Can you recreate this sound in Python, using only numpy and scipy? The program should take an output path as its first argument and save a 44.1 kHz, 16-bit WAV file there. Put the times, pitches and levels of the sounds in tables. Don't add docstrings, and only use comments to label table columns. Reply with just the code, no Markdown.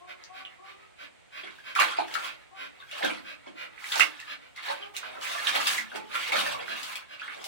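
import sys
import numpy as np
from scipy import signal
from scipy.fft import rfft, irfft, next_fast_len
from scipy.io import wavfile
from scipy.ndimage import uniform_filter1d

SR = 44100
rng = np.random.default_rng(int(sys.argv[2]) if len(sys.argv) > 2 else 0)


def master_out(mix):
    frames = np.transpose(np.atleast_2d(mix))
    ceiling = np.clip(frames, -1, 1)
    pcm = np.round(ceiling * 32767).astype(np.int16)
    wavfile.write(sys.argv[1], SR, pcm)


N = 329494

# (frequency [Hz], relative density [dB per Hz])
AIR = [(15, -40), (30, -8), (52, -3), (85, -3), (150, -6), (300, -11), (700, 1.5), (1200, -2), (2300, 0.5),
       (3800, -6.5), (5500, -15.5), (8500, -11.5), (11500, -29.5), (16000, -34)]
AIR_DB = -60

# (time [s], length [s], first pitch [Hz], pitch it climbs towards [Hz],
# level of partial 1 [dB], of partial 2 [dB], of partial 3 [dB])
BARKS = [(.0, 0.099, 334, 370, -62.5, -47, -46.5), (0.285, 0.15, 349.6, 385, -72, -45, -46.5),
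         (0.58, 0.14, 344.4, 398, -62.5, -53, -45), (0.795, 0.076, 408, 427, -90, -76, -54),
         (2.51, 0.059, 343, 391, -60.5, -48.5, -47.5), (4.792, 0.097, 369, 417.6, -55, -45, -47),
         (5.955, 0.076, 412, 435.4, -58, -35, -61)]

# (frequency [Hz], time to fall 60 dB [s])
TILES = [(200, 0.92), (700, 0.23), (2000, 0.21), (5000, 0.2), (12000, 0.18)]

# (time near the middle of the breath out [s], nominal length [s], level [dB],
# mouth opening as a factor on the throat resonances [ratio], level of the breath in [dB])
PANTS = [(0.11, 0.056, -42.5, 0.95, -52.5), (0.389, 0.093, -43, 0.98, -55), (0.697, 0.1, -47.5, 0.95, -56),
         (1.032, 0.084, -43, 0.99, -66), (1.385, 0.1, -40, 1.01, -63), (1.694, 0.085, -39, 1, -56),
         (2.291, 0.13, -42, 0.98, -55.5), (2.629, 0.11, -39, 0.97, -56), (2.975, 0.11, -44, 1.13, -67),
         (3.302, 0.1, -40, 1, -57.5), (3.622, 0.1, -38.5, 0.93, -53.5), (4.317, 0.075, -36.5, 1.066, -52.5),
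         (4.702, 0.18, -43.5, 1.176, -45), (5.066, 0.11, -41, 0.96, -50.5),
         (5.296, 0.095, -37.5, 1.32, -56), (6.172, 0.11, -36.5, 0.96, -56), (6.72, 0.081, -35, 1.04, -70),
         (7.134, 0.082, -43.5, 1.04, -52)]
# (frequency [Hz], width of the first pass [Hz], level [dB])
THROAT = [(283, 59, -14.5), (626, 112, -3), (1180, 130, 6), (1550, 252, 8.5), (2240, 360, 2),
          (2542, 490, 7), (3030, 310, 2.5), (3785, 410, 1), (4320, 480, -8)]
BREATH_HISS_DB = -21
IN_LATE_S, IN_LENGTH_S, IN_MOUTH = 0.17, 0.13, 0.867

# (time [s], level [dB], starting pitch [Hz])
KNOCKS = [(1.435, -30, 645), (1.806, -40, 570), (3.034, -17.5, 510), (3.469, -29, 554), (5.557, -37, 780),
          (5.784, -40, 215), (5.95, -21.5, 655), (6.334, -24, 784), (6.349, -39, 191), (6.69, -37, 380),
          (7.389, -35.5, 653)]
# (factor on the knock pitch [ratio], level [dB])
SHEET = [(.375, -28), (.62, -10), (1, -5)]

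# (time [s], level [dB], starting pitch [Hz])
GLUGS = [(1.586, -35.5, 1600), (2.799, -38, 1094), (2.824, -32, 1534), (2.925, -38.5, 597),
         (3.085, -29, 655), (3.859, -36, 1210), (3.976, -47, 283), (4.225, -31, 1800), (4.575, -25, 2060),
         (4.69, -32, 550), (4.70, -21.5, 883), (4.825, -22.5, 3010), (5.345, -34, 661),
         (5.384, -20.5, 1740), (5.64, -40, 890), (5.865, -37, 1720), (6.154, -17.5, 1338),
         (6.283, -40, 485), (6.46, -29.5, 586), (6.545, -22, 1090), (6.889, -31.5, 1043), (7.125, -52, 565)]
GLUG_CYCLES, GLUG_RISE = 13, 0.018

# (time of the crest [s], rise [s], hold [s],
# spray level [dB], bubbles level [dB], slosh level [dB])
SURGES = [(1.44, 0.033, 0.094, -81, -51, -79), (1.556, 0.12, .02, -60, -53, -78),
          (1.764, 0.018, 0.027, -50, -32.5, -70), (1.802, 0.055, 0.016, -35.5, -23, -36),
          (1.965, 0.32, 0.021, -61, -37.5, -59), (2.121, 0.18, 0.13, -49.5, -40.5, -49),
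          (2.798, .03, 0.027, -72, -52, -75), (2.949, 0.11, 0.044, -50, -41, -62),
          (3.034, 0.13, 0.022, -44, -30, -36), (3.462, 0.022, .005, -82, -54.5, -53.5),
          (3.786, 0.039, 0.034, -55, -46.5, -77), (3.857, 0.082, 0.065, -42.5, -42, -77),
          (3.922, 0.018, 0.019, -42, -34, -53), (3.977, 0.026, 0.0026, -31, -51, -46),
          (3.997, 0.019, 0.004, -62, -29.5, -42), (4.122, 0.13, 0.13, -61.5, -49.5, -100),
          (4.567, 0.034, 0.0044, -71, -43.5, -80), (4.681, 0.094, 0.012, -43.5, -33.5, -43),
          (4.943, .02, 0.043, -53, -49, -75), (5.104, 0.29, 0.084, -82, -52.5, -48),
          (5.287, 0.15, 0.029, -37.5, -34.5, -48), (5.4, 0.11, .07, -42, -35.5, -48),
          (5.481, 0.068, 0.0043, -34, -27, -53), (5.555, 0.072, 0.0064, -31, -26, -34.5),
          (5.634, .1, 0.028, -34, -32, -54), (5.681, 0.055, 0.065, -33, -31.5, -53.5),
          (5.954, 0.1, .005, -56, -42.5, -43.5), (6.16, 0.14, 0.13, -45.5, -37, -57),
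          (6.34, 0.061, 0.0075, -33, -24.5, -28.5), (6.403, .1, 0.083, -40, -33.5, -46.5),
          (6.53, 0.15, .08, -64.5, -43, -44.5), (6.692, 0.11, 0.21, -46, -41.5, -55.5),
          (6.953, 0.056, 0.0064, -58, -43.5, -56), (7.212, 0.083, 0.11, -64, -46.5, -76),
          (7.335, .1, 0.099, -61.5, -49.5, -55.5), (7.454, 0.072, .05, -45, -53, -52)]
RISE_DB = 30
SETTLE_T60_S = [0.27, 0.36, 0.25]
# (frequency [Hz], density [dB per Hz])
SPRAY = [(2500, 7.5), (4600, 1), (7000, 0), (10400, -5), (13200, -9), (15300, -5), (16000, -4)]
BUBBLES = [(350, -41), (600, -21.5), (1100, -0.4), (2000, -2.5), (3600, -4.5), (4500, -13), (6500, -25),
           (9000, -24)]
SLOSH = [(90, -24), (200, -24), (400, -12.5), (640, 1.6), (950, 4), (1500, -15)]
# (frequency [Hz], relative density [dB per Hz])
RUMBLE = [(40, -28), (62, -18), (85, -8), (120, -11.5), (200, -22)]
RUMBLE_DB = -18
SPREAD_LAG = 14

# (time [s], level [dB], starting bubble pitch [Hz],
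# smack level over the bubble [dB], left minus right [dB])
PLOPS = [(0.238, -30, 4500, -23, 5), (0.45, -22.5, 3010, -34, -1), (1.473, -30, 2100, -24, 3),
         (1.751, -17, 2280, -13.5, 4), (1.759, -13.5, 1290, -20, -4), (1.789, -18, 1080, -37, -23),
         (1.798, -13, 1070, -6.5, 4.5), (1.812, -14.5, 1420, -32, -5), (1.984, -15.5, 917, -40, 0),
         (2.081, -30.5, 1550, -11, 1), (2.14, -21.5, 2770, -6, 6), (2.152, -15, 1308, -39, 8.5),
         (2.259, -42, 2110, 0, .1), (2.803, -32, 3490, -31, 2), (2.912, -23.5, 2620, -18, .1),
         (3.024, -20, 2030, -39, -3), (3.046, -14, 1495, -12.5, 0), (3.777, -35, 1910, -31, -8),
         (3.84, -22.5, 2110, -18.5, 0), (3.92, -12.5, 3320, -14.5, 2), (3.956, -20, 838, -4.5, -7),
         (3.995, -9.5, 1430, -10, -1), (3.997, -10.5, 2920, -12, 7), (4.006, -4.5, 2610, -26, -15.5),
         (4.199, -32, 1940, -7, 3), (4.561, -38, 2000, -6.5, 3), (4.679, -30.5, 805, -28, -15),
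         (4.965, -25.5, 2240, 0.5, -3.5), (5.03, -33, 1290, -58, -15), (5.169, -29.5, 1290, -34, 2),
         (5.211, -33, 1170, -4.5, 3), (5.349, -28, 1080, -13, -9), (5.469, -11.5, 2900, -19.5, -10.5),
         (5.56, -17, 3360, -25, -11), (5.67, -11.5, 3440, -5, 1), (5.743, -21, 2070, -11, -1),
         (5.78, -13, 2030, -21, 1), (5.916, -33, 1550, -20, 6), (5.958, -25.5, 1405, -6.5, -1),
         (6.144, -21.5, 1380, -27, -2.5), (6.32, -9.5, 2195, -20, 4), (6.336, -21, 1120, -28, 3),
         (6.355, -15.5, 1310, -21, -11), (6.388, -19, 3600, -9, 1), (6.463, -15, 1710, -23, 4),
         (6.679, -27, 1450, -23, -8), (6.83, -33, 2300, 5, 3.5), (6.955, -21, 2420, -8.5, 2.5),
         (7.196, -29.5, 2550, -22, -3), (7.217, -21, 1407, -38, -3), (7.279, -22, 1490, -34, -1),
         (7.441, -29, 3520, -1, 1.5)]
# (frequency [Hz], relative density [dB per Hz])
SMACK = [(500, -29), (1200, -63), (2500, 4), (5000, 3), (9000, -4.5), (13000, -12.5), (15500, -9)]
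PLOP_T60_S, SMACK_RISE_S = 0.036, 0.0011
FROTH_S, FROTH_DB = 0.02, 1.5

PORT_LAG = 24
# (frequency [Hz], gain on half of left minus right [dB])
WIDTH = [(30, 4), (80, 13), (250, 13), (500, 10), (1000, -0.15), (16000, -0.2)]
# (frequency [Hz], left minus right [dB])
TILT = [(60, -4.5), (110, -2.5), (200, 1.5), (380, -2.5), (700, -1.0), (1290, -1.5), (2380, -4.5),
        (4400, 2.5), (8120, -3), (15000, 5.0)]
EDGE_HZ = 15950


def gain_of(db):
    return 10 ** (np.asarray(db) / 20)


def evened(x):
    return x / np.sqrt(np.mean(x ** 2) + 1e-20)


def read(points, hz):
    f, value = np.transpose(points)
    return np.interp(np.log(hz + 1), np.log(f + 1), value)


def coloured(x, points):
    size = next_fast_len(x.shape[-1])
    gain = gain_of(read(points, np.fft.rfftfreq(size, 1 / SR)))
    return irfft(rfft(x, size) * gain, size)[..., :x.shape[-1]]


def add(mix, s, sound):
    part = mix[..., round(s * SR):][..., :sound.shape[-1]]
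    part += sound[..., :part.shape[-1]]


def resonate(x, hz, width_hz):
    return signal.lfilter(*signal.iirpeak(hz, hz / width_hz, SR), x)


def bubble(hz, cycles, rise):
    u = np.arange(int(4 * cycles * SR / hz) + 4) * hz / SR / cycles
    envelope = (1 - np.exp(-9 * u)) ** 2 * np.exp(-1.5 * u)
    return envelope * np.sin(2 * np.pi * cycles * (u + rise * u ** 2))


def air_bed():
    return gain_of(AIR_DB) * evened(coloured(rng.standard_normal((2, N)), AIR))


def far_dog():
    out = np.zeros(N)
    for s, length, first_hz, top_hz, *partials_db in BARKS:
        u = np.linspace(0, 1, int(length * SR))
        wobble = 1 + 0.18 * uniform_filter1d(rng.standard_normal(12000), 150)[:len(u)]
        pitch_hz = top_hz - (top_hz - first_hz) * np.exp(-u / 0.209)
        turns = np.cumsum(pitch_hz * wobble) / SR
        voice = 0
        for k, db in enumerate(partials_db, 1):
            level = gain_of(db - 1.3 * k * np.exp(-u / 0.032))
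            voice = voice + level * np.sin(2 * np.pi * k * turns)
        add(out, s, voice * gain_of(-10.5 * u) * signal.windows.tukey(len(u), 0.22))
    return out


def room(x, slower):
    out = np.zeros((2, N))
    turn = np.arange(N) / SR * 2.3
    for k in range(3):
        taps = np.zeros((2, SR // 2))
        at = np.arange(200, SR // 2 - 20, 20) + rng.integers(0, 20, (2, (SR // 2 - 201) // 20))
        np.put_along_axis(taps, at, rng.choice([-1., 1.], at.shape), 1)
        hz, t, z = signal.stft(taps, SR, nperseg=256)
        t60_s = slower * read(TILES, hz)[:, None]
        tail = signal.istft(z * gain_of(-60 * t / t60_s), SR, nperseg=256)[1]
        tail = tail / np.linalg.norm(tail[0])
        share = np.sqrt(2 / 3) * np.cos(np.pi * (turn + k / 3))
        out += signal.oaconvolve(x * share, tail, axes=1)[:, :N]
    return out


def breath(length, db, mouth):
    air = rng.standard_normal(12000)[:int(1.6 * length * SR)]
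    throat = 0
    for hz, width_hz, part_db in THROAT:
        narrow = resonate(air, hz * mouth, width_hz)
        throat = throat + gain_of(part_db) * resonate(narrow, hz * mouth, 2 * width_hz)
    sound = evened(throat) + gain_of(BREATH_HISS_DB) * np.gradient(air)
    swell = np.sin(np.pi * np.linspace(0, 1, len(air))) ** 2
    return gain_of(db) * sound * swell


def panting():
    out = np.zeros(N)
    for s, length, db, mouth, in_db in PANTS:
        add(out, s - 0.88 * length, breath(length, db, mouth))
        breath_in = breath(IN_LENGTH_S, in_db, mouth * IN_MOUTH)
        add(out, s + IN_LATE_S - 1.2 * IN_LENGTH_S, breath_in)
    return out


def knocks():
    out = np.zeros(N)
    for s, db, hz in KNOCKS:
        for factor, part_db in SHEET:
            add(out, s, gain_of(db + part_db) * bubble(hz * factor, 2.33, 0.035))
    return out


def glugs():
    out = np.zeros(N)
    for s, db, hz in GLUGS:
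        add(out, s, gain_of(db) * bubble(hz, GLUG_CYCLES, GLUG_RISE))
    return out


def surge_levels():
    step = 32
    t = np.arange(0, N + step, step) / SR
    power = 0
    for s, rise, hold, *crest_db in SURGES:
        climb_db = RISE_DB * np.maximum(s - t, 0) / max(rise, 0.005)
        settle_db = np.outer(60 / np.array(SETTLE_T60_S), np.maximum(t - s - hold, 0))
        power = power + gain_of(np.array(crest_db)[:, None] - climb_db - settle_db) ** 2
    return np.repeat(np.sqrt(power), step, axis=1)[:, None, :N]


def grains(points, per_s, cycles, spread_db, rise, count=24):
    lo, hi = points[0][0], points[-1][0]
    strength = gain_of(spread_db * np.minimum(rng.exponential(1, N), 4))
    strength *= rng.random(N) < per_s / SR
    kind = rng.integers(0, count, N)
    out = np.zeros((2, N))
    pitches = np.geomspace(lo, hi, count) * rng.uniform(0.9517, 1.04, count)
    for k, hz in enumerate(pitches):
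        shape = bubble(hz, cycles, rise)
        shape = shape / np.linalg.norm(shape) * np.sqrt(hz)
        at = np.flatnonzero(strength * (kind == k))
        rings = np.outer(strength[at], shape)
        places = at[:, None] + np.arange(len(shape))
        pops = np.bincount(places.ravel(), rings.ravel(), N)[:N]
        out += [pops, np.roll(pops, rng.integers(-SPREAD_LAG, SPREAD_LAG))]
    return evened(coloured(out, points))


def stirred_water():
    levels = uniform_filter1d(surge_levels(), 120)
    drift = uniform_filter1d(uniform_filter1d(rng.standard_normal(N), 700), 700)
    levels[:2] *= gain_of(2.96 * evened(drift))
    spray = grains(SPRAY, per_s=4000, cycles=2.2, spread_db=3.6, rise=0.05)
    bubbles = grains(BUBBLES, per_s=2600, cycles=6.72, spread_db=2.9, rise=0.085)
    gurgles = grains(BUBBLES, per_s=160, cycles=16.0, spread_db=2.5, rise=0.03, count=30)
    bubbles += gain_of(-5) * gurgles
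    slosh = grains(SLOSH, per_s=900, cycles=3.25, spread_db=2.5, rise=0.036)
    rumble = evened(coloured(rng.standard_normal((2, N)), RUMBLE))
    waves = gain_of(RUMBLE_DB) * uniform_filter1d(levels[2], 22000) * rumble
    return (levels * [spray, bubbles, slosh]).sum(0), waves


def plops():
    out = np.zeros((2, N))
    t = np.arange(6000) / SR
    draws = rng.random((len(PLOPS), 6, 2))
    noise = evened(coloured(rng.standard_normal((len(PLOPS), 6000)), SMACK))
    for (s, db, hz, smack_db, pan_db), draw, hiss in zip(PLOPS, draws, noise):
        attack = np.minimum(t / SMACK_RISE_S, 1)
        sound = gain_of(smack_db - 60 * t / PLOP_T60_S) * attack * hiss
        add(sound, 0, bubble(hz, 8.0, 0.028))
        for when, pitch in draw:
            late = when * FROTH_S
            froth_gain = gain_of(FROTH_DB - 60 * late / PLOP_T60_S)
            add(sound, late, froth_gain * bubble(hz * 1.8 ** (pitch - 0.55), 5.34, 0.087))
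        sides_db = np.array([[pan_db], [-pan_db]]) / 2
        add(out, s, gain_of(db + sides_db) * sound)
    return out


def scene():
    water, waves = stirred_water()
    near = plops() + water + glugs() + knocks() + panting()
    bass_cut = signal.butter(4, 190, "high", fs=SR, output="sos")
    near = signal.sosfilt(bass_cut, near) + waves
    near[1] = np.roll(near[1], PORT_LAG)
    barks = far_dog()[None]
    far = gain_of(-5) * barks * [[1], [0.3]] + gain_of(0.1) * room(barks, slower=1.94)
    return gain_of(-3.0) * near + gain_of(-2.0) * room(near, slower=0.77) + far + air_bed()


def record(dry):
    mid = (dry[0] + dry[1]) / 2
    side = coloured((dry[0] - dry[1]) / 2, WIDTH)
    left = coloured(mid + side, [(hz, db / 2) for hz, db in TILT])
    right = coloured(mid - side, [(hz, -db / 2) for hz, db in TILT])
    band_limit = signal.firwin(511, EDGE_HZ, window=("kaiser", 9), fs=SR)
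    return signal.oaconvolve([left, right], band_limit[None], "same")


dry = scene()
out = record(dry)
master_out(out)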